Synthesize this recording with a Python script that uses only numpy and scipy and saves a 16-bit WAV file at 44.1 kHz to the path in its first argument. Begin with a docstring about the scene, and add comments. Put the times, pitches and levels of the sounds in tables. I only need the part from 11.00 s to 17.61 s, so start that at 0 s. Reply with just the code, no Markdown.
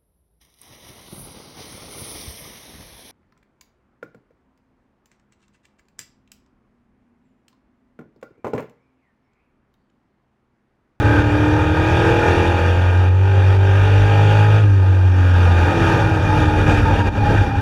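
"""Bare metal cockpit of a V8 stock car: it pulls along a straight, lifts at 3.6 s and slows into a bend.
Engine orders and gritty road roar pass the shell's resonances; at high revs the second order locks
onto the cabin's air resonance and booms. Fittings ring faintly; a loose panel buzzes at the start.
In the bend the chassis rumble and air drone grow, and the tyres scrub and chirp."""
import sys
import numpy as np
from scipy import signal
from scipy.fft import rfft, irfft, next_fast_len
from scipy.io import wavfile
from scipy.ndimage import uniform_filter1d

SR = 44100
rng = np.random.default_rng(int(sys.argv[2]) if len(sys.argv) > 2 else 0)


def master(y):
    """Save y as 16-bit WAV."""
    cut = np.clip(np.atleast_2d(y).T, -1, 1)
    pcm = np.round(cut * 32767)  # scale
    wavfile.write(sys.argv[1], SR, pcm.astype(np.int16))


N = 291501
HOP = 256
TIME = np.arange(N) / SR
FRAMES = np.arange(N // HOP + 6) * HOP / SR
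USUAL_DB = -21  # reference din level

# strong low engine orders: order, pull_db, coast_db
STRONG_ORDERS = [(1, 2.5, 0.5), (2, 2.5, -2), (3, 2, -3), (4, -1, 0.5), (5, -5, -2), (6, -2, 3),
                 (7, -4, -3.5), (8, 8, 4)]


def amp(db):
    """dB to gain."""
    return 10 ** (np.asarray(db) / 20)


def unit(x):
    """Scale to rms 1."""
    return x / np.sqrt(np.mean(x ** 2) + 1e-20)


def ramp(t, start_s, rise_s):
    """Linear rise, 0-1."""
    return np.clip((t - start_s) / rise_s, 0, 1)


def above(x, threshold, width):
    """Soft switch, 0-1."""
    return .5 + .5 * np.tanh((x - threshold) / width / 2)


def log_curve(points, hz):
    """Interpolate on a log-frequency axis."""
    point_hz, value = np.transpose(points)
    return np.interp(np.log(hz + 1), np.log(point_hz + 1), value)


def humps_db(table, hz):
    """Sum of bell-shaped resonances."""
    return sum(db * np.exp(-(2 * (hz - centre) / width) ** 2) for centre, width, db in table)


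def spread(x):
    """Frame rate to sample rate."""
    return np.interp(TIME, FRAMES, x)


def wander(rate_hz):
    """Smooth random drift, rms 1, per frame."""
    size = 2 * len(FRAMES)
    lowpass = np.exp(-(np.fft.rfftfreq(size, HOP / SR) / rate_hz) ** 2)
    return unit(irfft(rfft(rng.standard_normal(size)) * lowpass)[:len(FRAMES)])


def noise(gain):
    """Noise with spectrum gain(hz), rms 1."""
    size = next_fast_len(N, real=True)
    spectrum = rfft(rng.standard_normal(size)) * gain(np.fft.rfftfreq(size, 1 / SR))
    return unit(irfft(spectrum, size)[:N])


def steadied(x, window_s):
    """Remove slow swells, keep fast flutter."""
    return x / np.sqrt(uniform_filter1d(x ** 2, max(int(window_s * SR), 64)) + 1e-6)


def rubbed(centre_hz, width_hz):
    """One resonance rung by random rubbing."""
    return noise(lambda hz: 1 / (1 + ((hz - centre_hz) / width_hz) ** 4))


def revs_hz(t):
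    """Four-stroke cycle rate; eight firings a cycle."""
    # engine speed: time_s, cycle_hz
    speed = [(0.0, 36.17), (0.72, 38.59), (1.19, 42.12), (1.43, 42.1), (1.85, 45.2), (2.1, 45.8),
             (2.32, 48.67), (2.41, 47.35), (2.96, 49.51), (3.02, 50.32), (3.6, 52.7), (3.8, 47.59),
             (4.4, 44.67), (4.85, 41.1), (5.29, 39.02), (5.43, 38.37), (5.74, 37.3), (6.05, 36.84),
             (6.4, 34.41), (6.61, 34.33)]
    return np.interp(t, *np.transpose(speed))


def throttle(t):
    """1 on the straight, 0 after the lift."""
    return 1 - ramp(t, start_s=3.59, rise_s=0.079)


def by_load(pull, coast):
    """Blend on- and off-throttle values, per frame."""
    return coast + (pull - coast) * throttle(FRAMES)


def bend(t):
    """Cornering load, 0-1: builds from turn-in, eases at the exit."""
    return ramp(t, start_s=4.13, rise_s=1.66) * (1 - ramp(t, start_s=6.48, rise_s=.5))


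def dips_db(t, fall_s=0.0055):
    """The level dips briefly."""
    # level dips: start_s, depth_db, recovery_s
    dips = [(0.219, 3, .2), (2.09, 5.5, 0.13), (2.57, 4.5, 0.056), (6.089, 14, 0.069)]
    return -sum(db * ramp(t, start_s, fall_s) * np.exp(-np.maximum(t - start_s, 0) / recovery_s)
                for start_s, db, recovery_s in dips)


def din_db(t, load_db=6):
    """Level of engine and road din, higher on the throttle."""
    # din before throttle and dips: time_s, level_db
    base = [(0.0, -30), (0.12, -27), (0.72, -29.0), (1.1, -25), (1.18, -26.5), (1.28, -24), (1.65, -29.5),
            (2.18, -34.5), (2.45, -31.5), (3.37, -28.5), (3.6, -31), (4.1, -30), (4.4, -23.5),
            (4.88, -18.5), (5.2, -24.5), (5.4, -20.5), (5.56, -24), (5.7, -19), (6.04, -24), (6.34, -22),
            (6.61, -29)]
    return np.interp(t, *np.transpose(base)) + load_db * throttle(t) + dips_db(t)


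def shell(hz):
    """Gain into the cockpit: falling slope plus panel resonances."""
    # shell transmission: freq_hz, gain_db
    wall = [(60, -42), (110, 6), (140, 9), (250, -7.5), (400, -7.5), (700, -8), (1050, -14.5), (1700, -13),
            (2080, -21.5), (3000, -19.5), (3700, -20), (4050, -33), (6200, -30.5), (8000, -39.5),
            (13000, -47), (14000, -58.5)]
    # cabin and panel resonances: centre_hz, width_hz, gain_db
    panels = [(309.4, 44, 14), (470, 264, 7.5), (836.5, 91, 13), (927, 95, 10), (1257, 108, 9.5),
              (1438, 64, 12), (1595, 166, 10.5), (1820, 180, 8), (2459, 355, 9), (2776, 134, 7),
              (4524, 710, 7), (5640, 460, 4), (10000, 82, -1)]
    return amp(log_curve(wall, hz) + humps_db(panels, hz))


def din_spectrum(hz, rasp_db=-12, hiss_db=-22.5, rasp_load_db=1.5, mid_revs_hz=43.9, db_per_hz=.14):
    """Din amplitude per root Hz, frames x frequencies; brighter with revs and load."""
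    t = FRAMES[:, None]
    bite_db = .12 * throttle(t) * (din_db(t) - USUAL_DB)  # loaded surges turn raspier
    bright_db = db_per_hz * (revs_hz(t) - mid_revs_hz) + bite_db
    body, edge, top = (np.linalg.norm(shell(np.arange(*band_hz)))
                       for band_hz in [(380, 2000), (2000, 4000), (4000, 12000)])
    rasp = amp(rasp_db + rasp_load_db * throttle(t) + bright_db) * body / edge
    hiss = amp(hiss_db + bright_db) * body / top
    upper = log_curve([(1700, 0), (2300, 1)], hz)
    treble = log_curve([(3500, 0), (4500, 1)], hz)
    return amp(din_db(t)) * shell(hz) / body * rasp ** (upper - treble) * hiss ** treble


def pitched_share(hz, sink_hz=36.54, sink_width_hz=0.45):
    """Power share of the orders; they blur into rasp high up and sink into road noise at low revs."""
    fade = log_curve([(300, 1.0), (800, 0.69), (1600, 0.72), (2400, 0.58), (3500, 0.085), (4200, 0.14)],
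                     hz)
    share = by_load(pull=0.86, coast=0.72 * above(revs_hz(FRAMES), sink_hz, sink_width_hz))
    return np.clip(share[:, None] * fade, 0, .95)


def crank(jitter=0.00068):
    """Cycle angle in rad; uneven burning makes the speed tremble."""
    tremble = 1 + jitter * spread(wander(rate_hz=22.2))
    return 2 * np.pi * np.cumsum(revs_hz(TIME) * tremble) / SR


def growl_db(hz):
    """The engine drives some resonances harder than others; frames x orders."""
    # driven resonances: centre_hz, width_hz, pull_db, coast_db
    driven = [(352, 35, 4.5, -13), (458, 26, 2, 0.5), (530, 110, -1, -0.5), (686, 270, 0, 0),
              (830, 25, 2, -0.5), (1226, 55, 3, 7.5), (1550, 930, -2, 1.5), (2410, 90, 4, 5)]
    return humps_db([(centre, width, by_load(pull, coast)[:, None])
                     for centre, width, pull, coast in driven], hz)


def exhaust(angle, flutter=0.32, smear_rad=0.21):
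    """A comb of fluttering upper orders slides through the shell's resonances."""
    # uneven cylinders favour some order families: pull_db, coast_db
    odd, even, fourth, firing = (2, -5.5), (-1.5, -0.5), (1.5, 0), (3, 0.5)
    cycle_hz = revs_hz(FRAMES)[:, None]
    orders = np.arange(len(STRONG_ORDERS) + 1, 68)
    hz = cycle_hz * orders
    gains = din_spectrum(hz) * np.sqrt(2 * cycle_hz * pitched_share(hz)) * amp(growl_db(hz))
    out = np.zeros(N)
    for order, gain in zip(orders, gains.T):
        family = odd if order % 2 else even if order % 4 else fourth if order % 8 else firing
        gain = gain * amp(by_load(*family)) * (1 + flutter * wander(rate_hz=4.9))
        phase = 2 * np.pi * rng.random() + smear_rad * wander(rate_hz=5.5)
        out += spread(gain) * np.cos(order * angle + spread(phase))
    return out


def roar(angle, patchy_db=1.39, lope=0.081, bank=0.066, puff=0.047):
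    """Gas and road noise in the shell, pulsing with the cycle, crank turn and firings."""
    hz = np.fft.rfftfreq(4 * HOP, 1 / SR)
    window = dict(nperseg=4 * HOP, noverlap=3 * HOP)
    white = signal.stft(rng.standard_normal(N + 8 * HOP), **window)[2][:, :len(FRAMES)].T
    patches = uniform_filter1d(rng.standard_normal(white.shape), size=9, axis=0)
    patches = unit(uniform_filter1d(patches, size=14, axis=1))
    gain = din_spectrum(hz) * np.sqrt((1 - pitched_share(hz)) * SR / 2) * amp(patchy_db * patches)
    wash = signal.istft((white * gain).T, **window)[1][:N]
    return wash * unit(1 + lope * np.cos(angle) + bank * np.cos(2 * angle) + puff * np.cos(8 * angle))


def lock(lock_hz=42.23, coast_shift_hz=0.39, width_hz=0.24, build_s=0.32):
    """Lock of order 2 onto the cabin air, 0-1 per frame; builds while revs stay high."""
    high = above(revs_hz(FRAMES), lock_hz + coast_shift_hz * (1 - throttle(FRAMES)), width_hz)
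    held_s = np.cumsum(high) * HOP / SR
    return high * (1 - np.exp(-held_s / build_s))


def low_orders(angle, base_db=-41.5, flutter=0.16, boom_db=-11, boom_load_db=-0.5, boom_flutter=0.073):
    """Near-pure orders sweep the cabin modes: order 2 booms, order 8 is the firing note."""
    # cabin air resonances: centre_hz, width_hz, gain_db
    modes = [(49.7, 3.5, 14), (73.6, 28, 16.5), (103.75, 25.3, 29.5), (121.6, 7.5, 16), (159.3, 41.3, 14),
             (217, 24, 11.5), (251.4, 8.1, 8.5), (273.3, 6.8, 10), (299.9, 28.8, 14.5), (328.4, 32, 12.5),
             (385.6, 25, 6.5), (418.5, 24, 7)]
    swell_db = 0.58 * (din_db(FRAMES) - USUAL_DB)
    out = np.zeros(N)
    for order, pull_db, coast_db in STRONG_ORDERS:
        mode_db = humps_db(modes, order * revs_hz(FRAMES))
        gain = amp(base_db + mode_db + by_load(pull_db, coast_db) + swell_db)
        gain *= 1 + flutter * wander(rate_hz=7.8)
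        if order == 2:
            boom = amp(boom_db + boom_load_db * throttle(FRAMES))
            boom *= 1 + boom_flutter * wander(rate_hz=27)
            gain += lock() * (boom - gain)
        out += spread(gain) * np.cos(order * angle + 2 * np.pi * rng.random())
    return np.sqrt(2) * out


def chassis_rumble(relative_db=-11.5, bend_db=12):
    """The track shakes the chassis, harder in the bend."""
    # rumble spectrum: freq_hz, density_db
    spectrum = [(6, -21), (16, -9), (30, -2), (42, 10), (52, 11), (62, 5), (80, -12), (160, -104.5)]
    gain = amp(din_db(FRAMES) + relative_db + bend_db * bend(FRAMES) ** 2)
    return spread(gain) * steadied(noise(lambda hz: amp(log_curve(spectrum, hz))), window_s=0.24)


def air_drone(base_db=-19.5, bend_db=2.5, locked_db=-9.5):
    """Cabin air drones near 100 Hz; gives way to the boom, grows in the bend."""
    # drone spectrum: freq_hz, density_db
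    spectrum = [(40, -45.5), (62, -21), (76, -15.5), (88, 2), (99, 7), (110, -2.5), (125, -26),
                (150, -17.5), (260, -78.5)]
    gain = amp(base_db + bend_db * bend(FRAMES) + locked_db * lock() + dips_db(FRAMES))
    return spread(gain) * steadied(noise(lambda hz: amp(log_curve(spectrum, hz))), window_s=0.074)


def fittings(relative_db=-2, bend_db=5):
    """Shaken metal parts ring faintly, more in the bend."""
    # fitting resonances: centre_hz, width_hz, weight_db
    rings = [(2420, 75, -17), (3659, 14, -31), (4721, 30, -41), (4960, 12, -44), (5599, 30, -44),
             (10555, 50, -48.5)]
    ringing = noise(lambda hz: sum(amp(db) / np.sqrt(width) / (1 + (2 * (hz - centre) / width) ** 2)
                                   for centre, width, db in rings))
    total = np.linalg.norm(amp([db for _, _, db in rings]))
    return ringing * total * amp(relative_db + din_db(TIME) + bend_db * bend(TIME))


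def panel_buzz(start_s=0.032, hold_s=0.155, edge_s=0.044, level_db=-25.5):
    """A loose panel whines for a moment."""
    gate = ramp(TIME, start_s, edge_s) - ramp(TIME, start_s + hold_s, edge_s)
    return amp(level_db) * gate * steadied(rubbed(centre_hz=1563, width_hz=45), window_s=.03)


def tyre_scrub(start_s=4.346, level_db=-28, fade_db_per_s=4.5):
    """Tyres bite just after turn-in and scrub less as the car slows."""
    envelope = amp(level_db - fade_db_per_s * (TIME - start_s)) * ramp(TIME, start_s, rise_s=0.21)
    return envelope * rubbed(centre_hz=835, width_hz=103)


def tyre_chirps(waver=0.014, rough=0.48):
    """The tread sticks and slips in short wavering chirps."""
    # tread slips: start_s, length_s, start_hz, end_hz, level_db
    chirps = [(5.27, 0.19, 870, 834, -22), (5.6, 0.065, 870, 830, -44), (5.85, 0.07, 883, 864, -22),
              (5.94, 0.126, 956, 904.6, -28), (6.15, 0.22, 849, 797, -27.5), (6.41, 0.0698, 835, 796, -24),
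              (6.48, 0.077, 792, 815, -26.5), (6.53, 0.083, 815, 846.6, -28)]
    drift, grip = spread(wander(rate_hz=29)), spread(wander(rate_hz=28))
    out = np.zeros(N)
    for start_s, length_s, start_hz, end_hz, level_db in chirps:
        at = (TIME > start_s) & (TIME < start_s + length_s)
        progress = (TIME[at] - start_s) / length_s
        hz = (start_hz + (end_hz - start_hz) * progress) * (1 + waver * drift[at])
        envelope = amp(level_db) * np.sqrt(2 * np.sin(np.pi * progress)) * (1 + rough * grip[at])
        out[at] += envelope * np.sin(2 * np.pi * np.cumsum(hz) / SR)
    return out


def scene(surge_db=0.42, bend_surge_db=1.04):
    """Cockpit mix; the din surges at random, most in the bend."""
    angle = crank()
    surge = spread(amp((surge_db + bend_surge_db * bend(FRAMES)) * wander(rate_hz=18)))
    engine = surge * (exhaust(angle) + roar(angle)) + low_orders(angle)
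    cabin = chassis_rumble() + air_drone() + fittings() + panel_buzz()
    tyres = tyre_chirps() + tyre_scrub()
    return (engine + cabin + tyres)[None]


def record(dry):
    """Round off the highest peaks, then low-pass."""
    knee, headroom, cutoff_hz = .6, .19, 13900
    over = np.maximum(abs(dry) - knee, 0)
    rounded = dry - np.sign(dry) * (over - headroom * np.tanh(over / headroom))
    lowpass = signal.firwin(511, cutoff_hz, window=("kaiser", 9), fs=SR)
    return signal.oaconvolve(rounded, lowpass[None], "same")


dry = scene()
out = record(dry)
master(out)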